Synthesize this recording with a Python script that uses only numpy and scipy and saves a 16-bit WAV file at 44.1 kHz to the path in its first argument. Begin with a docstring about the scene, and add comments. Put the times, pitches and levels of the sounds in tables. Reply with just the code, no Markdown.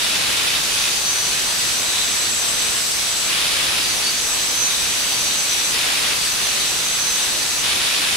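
"""In a garage, a hand-held plasma torch cuts a steel bracket a few metres from the microphone.
The air jet hisses throughout (shaped patchy noise); spilling over the steel it flares into a fluttering
roar (noise with rapid random gain). Blowing down the narrow kerf it whistles in several jittering
edge tones, and now and then one sings out in a squeal. Hard walls scatter it all."""
import sys
import numpy as np
from scipy import signal
from scipy.fft import rfft, irfft, next_fast_len
from scipy.io import wavfile
from scipy.ndimage import uniform_filter1d, map_coordinates

SR = 44100
rng = np.random.default_rng(int(sys.argv[2]) if len(sys.argv) > 2 else 0)


def store_wav(level_fs):
    """Save 16-bit WAV to argv[1]."""
    pcm = np.round(np.clip(np.atleast_2d(level_fs), -1, 1) * 32767)
    wavfile.write(sys.argv[1], SR, pcm.T.astype(np.int16))


N = 359856  # samples


def amp(db):
    """Decibels to gain."""
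    return 10 ** (np.asarray(db) / 20)


def unit(x):
    """x at rms 1."""
    return x / np.sqrt(np.mean(np.abs(x) ** 2) + 1e-20)


def along(points, hz):
    """(Hz, value) points read on a log frequency axis."""
    point_hz, value = np.transpose(points)
    return np.interp(np.log(hz + 1), np.log(point_hz + 1), value)


def wobble(rate_hz):
    """Smooth random curve: a cubic spline on normal random knots, rate_hz of them a second."""
    knots = rng.standard_normal(int(N * rate_hz / SR) + 4)
    coarse = np.arange(0, N, 12)
    spline = map_coordinates(knots, [coarse * rate_hz / SR])
    return np.interp(np.arange(N), coarse, spline)


def gate(start_s, end_s, fade_s):
    """1 from start to end, 0 outside, with linear ramps centred on both."""
    t = np.arange(N) / SR
    from_edge_s = np.minimum(t - start_s, end_s - t)
    return np.clip(.5 + from_edge_s / fade_s, 0, 1)


def filtered(x, response):
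    """x times a response of frequency."""
    m = next_fast_len(N + SR // 4)
    spectrum = rfft(x, m) * response(np.fft.rfftfreq(m, 1 / SR))
    return irfft(spectrum, m)[..., :N]


# left-right correlation of the noise: (frequency [Hz], correlation [-1 to 1])
LIKENESS = [(100, .03), (1000, 0.051), (2000, 0.21), (2600, 0.3), (3800, 0.36), (5000, 0.2), (8000, 0.33),
            (10500, 0.23), (15000, .08)]


def rush(spectrum, patchy_db):
    """Turbulent stereo noise of rms 1: eddies give it time-frequency patches of random gain."""
    z = signal.stft(rng.standard_normal((2, N)), nperseg=512)[2]
    field = uniform_filter1d(rng.standard_normal(z.shape[1:]), size=8, axis=0)
    field = uniform_filter1d(field, size=14, axis=1)
    patchy = z * amp(patchy_db * unit(field))
    pair = signal.istft(patchy, nperseg=512)[1][:, :N]

    def mid_side(hz):
        turn = np.arccos(np.clip(along(LIKENESS, hz), -1, 1)) / 2
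        return amp(along(spectrum, hz)) * [np.cos(turn), np.sin(turn)]

    mid, side = filtered(pair, mid_side)
    return unit(np.array([mid + side, mid - side]))


def edge_tone(pitch_hz, level_db, jitter_hz, flicker_db):
    """Vortices shed at the cut edge: a tone whose pitch jitters fast and whose strength flickers."""
    hz = pitch_hz + jitter_hz * wobble(700)
    tone = np.sin(2 * np.pi * np.cumsum(hz) / SR)
    return amp(level_db) * unit(tone * amp(flicker_db * wobble(16)))


# reverberation: (frequency [Hz], 60 dB decay time [s])
GARAGE_DECAY = [(500, 1), (4000, 0.17), (12000, 0.058)]


def garage(x, direct_share):
    """The straight path plus a diffuse tail for each ear, sharing the energy between them."""
    hz, t, z = signal.stft(rng.standard_normal((2, SR // 3)), SR, nperseg=256)
    decay_db = -60 * t / along(GARAGE_DECAY, hz)[:, None]
    tail = signal.istft(z * amp(decay_db), SR, nperseg=256)[1]
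    tail /= np.linalg.norm(tail[0])
    wet = signal.fftconvolve(x[None], tail, axes=1)[:, :N]
    return np.sqrt(direct_share) * x + np.sqrt(1 - direct_share) * wet


def near_walls(x, echo_db, count=7):
    """A few early reflections, mostly of the treble, comb the sound into fine steady strands."""
    delay_s = rng.uniform(.005, .022, (count, 1)) + rng.uniform(0, 1e-4, (count, 2))
    taps = np.zeros((2, SR // 40))
    taps[[0, 1], np.round(delay_s * SR).astype(int)] = amp(echo_db) / np.sqrt(count)
    treble = filtered(x, lambda hz: hz ** 4 / (hz ** 4 + 2000 ** 4))
    echoes = signal.fftconvolve(treble, taps, axes=1)[:, :N]
    return (x + echoes) / np.sqrt(1 + amp(2 * echo_db))


# narrow peaks and notches of the space around the workpiece:
# (centre [Hz], full width at half gain [Hz], gain at depth 1 [dB])
SPACE_RESONANCES = [(2150, 110, -1.3), (2270, 60, 1.5), (2500, 45, 2.8), (2627, 50, 2.2), (2971, 50, 2),
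                    (3520, 60, 1.8), (3680, 60, -1.5), (3778, 55, 2.6), (3951, 50, 2), (4230, 60, -1.5),
                    (4543, 55, 2.9), (4864, 50, 2.2), (5308, 43, 1.8), (5612, 40, 2.8), (5730, 70, -1.3),
                    (5903, 48, 2.9), (5995, 55, -1.8), (6093, 32, 1.9), (6135, 32, 1.1), (6219, 32, 1.5),
                    (6320, 60, -1.8), (6401, 43, 2.2), (7710, 45, 2.2), (7805, 40, 1.4), (7890, 50, -1.3),
                    (8060, 50, 1.8), (8171, 40, 1.1), (9040, 30, 2)]


def coloured(x, depth):
    """x shaped by the fixed resonances of the space around the workpiece; depth scales their dB."""
    def response(f):
        ripple_db = sum(db / (1 + (2 * (f - hz) / width_hz) ** 2)
                        for hz, width_hz, db in SPACE_RESONANCES)
        return amp(depth * ripple_db)

    return filtered(x, response)


def scattered(tone, depth):
    """A tone from the small cutting spot through garage, near walls and resonances, energy kept."""
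    reverberant = garage(tone, direct_share=0.35)
    heard = coloured(near_walls(reverberant, echo_db=-10), depth)
    return np.std(tone) * np.array([unit(ear) for ear in heard])


# stretches where the jet passes down through the steel:
# (start [s], end [s], slot deepening time [s], deep main tone level [dB], deep upper tone level [dB])
KERF_CUTS = [(0.609, 3.29, 0.8, -29, -28), (3.82, 5.72, 0.3, -27.5, -31.5), (6.15, 7.63, 0.25, -29.5, -32)]
SWITCH_S = 0.037


def slot():
    """Share of the jet in the slot (0-1), slot shallowness (0-1), main and upper tone levels [dB]."""
    t = np.arange(N) / SR
    inside = sum(gate(start_s, end_s, SWITCH_S) for start_s, end_s, *_ in KERF_CUTS)
    latest = np.searchsorted([cut[0] - SWITCH_S for cut in KERF_CUTS[1:]], t)
    start_s, _, deepen_s, main_db, upper_db = np.array(KERF_CUTS)[latest].T
    shallow = np.exp(-((t - start_s) / deepen_s) ** 2)
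    return inside, shallow, main_db, upper_db


# noise spectra of the nozzle and of the spilling air: (frequency [Hz], relative density [dB per Hz])
HISS_SPECTRUM = [(12, -15), (35, -5), (200, -5.5), (900, -4), (2100, -2.5), (2400, -2.5), (3150, -1.4),
                 (4300, -1.65), (5500, -1.5), (7000, -3.5), (9000, -4), (9800, -7.5), (10800, -6.5),
                 (11500, -10.5), (12600, -11), (15600, -19.5)]
FLARE_SPECTRUM = [(20, -17), (100, -9), (700, -9), (2000, -3), (2450, 0.5), (3050, -0.5), (3600, 2),
                  (4500, -3), (6000, -8.5), (8000, -28), (9800, -6), (11200, -15.5), (12500, -36),
                  (15600, -35)]
# the torch strays and part of the jet splashes over the steel: (start [s], end [s], level [dB])
JET_SPILLS = [(0.72, 0.913, -24.5), (1.25, 1.42, -28), (1.58, 1.722, -28), (1.896, 2.14, -27.5),
              (2.54, 2.75, -29), (4.32, 4.5, -37), (4.777, 5.2, -30), (5.5, 5.64, -26), (6.36, 6.68, -26),
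              (7.16, 7.28, -28)]
SPILL_FADE_S = 0.13
HISS_DB = -21.5
# flare off the slot, leaking past a deep slot, leaking past a shallow one
FLARE_DB, LEAK_DB, SHALLOW_LEAK_DB = -21.5, -31, -27


def jet():
    """The steady hiss of the nozzle, and the ragged roar of air spilling over the steel."""
    inside, shallow, _, _ = slot()
    hiss = amp(HISS_DB + 0.15 * wobble(4)) * rush(HISS_SPECTRUM, patchy_db=0.74)
    leak_db = LEAK_DB + (SHALLOW_LEAK_DB - LEAK_DB) * shallow + 1.1 * wobble(9)
    power = amp(FLARE_DB + inside * (leak_db - FLARE_DB)) ** 2
    for start_s, end_s, db in JET_SPILLS:
        power += (amp(db) * gate(start_s, end_s, SPILL_FADE_S)) ** 2
    flutter = unit(amp(0.41 * wobble(30) + 1.6 * wobble(300)))
    flare = np.sqrt(power) * flutter * rush(FLARE_SPECTRUM, patchy_db=0.7)
    return hiss + flare


# faint tones of the slot: (pitch [Hz], shallow level [dB], deep level [dB], jitter scale [Hz])
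SLOT_OVERTONES = [(6720, -33.5, -39, 64), (10320, -37, -40.5, 89.4)]
# pitches in a deep slot; RISE and SHALLOW are added at full shallowness
LOW_HZ, LOW_RISE_HZ, LOW_DB = 4093, 500, -32
MAIN_HZ, MAIN_SHALLOW_DB = 6060, -3
UPPER_HZ, UPPER_RISE_HZ, UPPER_SHALLOW_DB = 7825, 260, -9
YIELD_DB = -25.5  # a squeal this loud takes half the power from the strong tones


def kerf():
    """The slot whistles while the jet is in it; the unsteady hand makes the three chief pitches wander.

    As it deepens the low and upper tones sink, main and upper grow, and the overtones recede."""
    inside, shallow, main_db, upper_db = slot()
    main_db = main_db + MAIN_SHALLOW_DB * shallow
    upper_db = upper_db + UPPER_SHALLOW_DB * shallow
    main_hz = MAIN_HZ + 60 * wobble(14)
    low_hz = LOW_HZ + LOW_RISE_HZ * shallow + 90 * wobble(10)
    upper_hz = UPPER_HZ + UPPER_RISE_HZ * shallow + 80 * wobble(18)

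    main = edge_tone(main_hz, main_db, jitter_hz=185.1, flicker_db=0.7)
    upper = edge_tone(upper_hz, upper_db, jitter_hz=179.5, flicker_db=1.0)
    faint = edge_tone(low_hz, LOW_DB, jitter_hz=244.8, flicker_db=2.4)
    for hz, shallow_db, deep_db, jitter_hz in SLOT_OVERTONES:
        level_db = deep_db + (shallow_db - deep_db) * shallow
        faint += edge_tone(hz, level_db, jitter_hz, flicker_db=3.5)
    # octave of the main tone
    faint += edge_tone(2 * main_hz, main_db - 16, jitter_hz=380, flicker_db=5.0)

    # one jet feeds all tones: the strong ones give way to a squeal
    rival = sum(amp(db - YIELD_DB) ** 2 * gate(start_s, end_s, SQUEAL_FADE_S)
                for start_s, end_s, _, db, _ in SLOT_SQUEALS)
    drive = inside / np.sqrt(1 + rival)
    strong = scattered(drive * main, depth=3.0) + scattered(drive * upper, depth=3.8)
    return strong + scattered(inside * faint, depth=3.3)


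# moments when one tone locks in and sings out:
# (start [s], end [s], mid pitch [Hz], level [dB], jitter scale [Hz])
SLOT_SQUEALS = [(1.008, 1.282, 6040, -25.5, 109), (1.443, 1.658, 4860, -33, 80), (1.46, 1.8, 8640, -34, 85),
                (1.841, 1.998, 3850, -29, 140), (2.278, 2.53, 7760, -31, 170),
                (2.348, 3.076, 8630, -31.5, 91.4), (2.697, 3.08, 5260, -34, 80),
                (3.046, 3.283, 7760, -31.5, 169.4), (3.847, 4.06, 10400, -34, 120),
                (4.234, 4.475, 7950, -29, 149), (4.547, 4.706, 6110, -23.5, 69),
                (4.959, 5.32, 4500, -33.5, 110), (5.492, 5.645, 5880, -30.5, 90),
                (6.162, 6.318, 8040, -30, 90), (6.431, 6.53, 6100, -27.5, 99.6),
                (6.837, 7.219, 6135, -26, 80), (6.868, 7.01, 7720, -29.5, 80),
                (7.142, 7.322, 8080, -33.5, 101.4), (7.404, 7.557, 10280, -34.5, 100)]
SQUEAL_FADE_S = 0.082
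SAG_HZ_PER_S, SAG_LIMIT_HZ = 333, 60


def squeals():
    """Now and then one tone of the slot locks in and sings out, sinking a little as it lasts."""
    t = np.arange(N) / SR
    tones = np.zeros(N)
    for start_s, end_s, hz, db, jitter_hz in SLOT_SQUEALS:
        middle_s = (start_s + end_s) / 2
        sag_hz = np.clip(SAG_HZ_PER_S * (t - middle_s), -SAG_LIMIT_HZ, SAG_LIMIT_HZ)
        tone = edge_tone(hz - sag_hz, db, jitter_hz, flicker_db=1.5)
        tones += gate(start_s, end_s, SQUEAL_FADE_S) * tone
    return scattered(tones, depth=2.5)


def scene():
    """The rush of the jet with the whistles and squeals of the slot on top."""
    air = coloured(near_walls(jet(), echo_db=-9.5), depth=1.0)
    return air + kerf() + squeals()


LEFT_LEAD_SAMPLES = 0.44
TOP_HZ = 15720


def record(dry):
    """The left channel leads slightly; peaks are gently rounded; the band is cut off at the top."""
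    def lead(hz):
        return np.exp(1j * np.pi * hz / SR * LEFT_LEAD_SAMPLES * np.array([[1], [-1]]))

    x = filtered(dry, lead)
    rounded = x / (1 + (x / .52) ** 4) ** (1 / 4)
    return filtered(rounded, lambda hz: hz < TOP_HZ)


dry = scene()
out = record(dry)
store_wav(out)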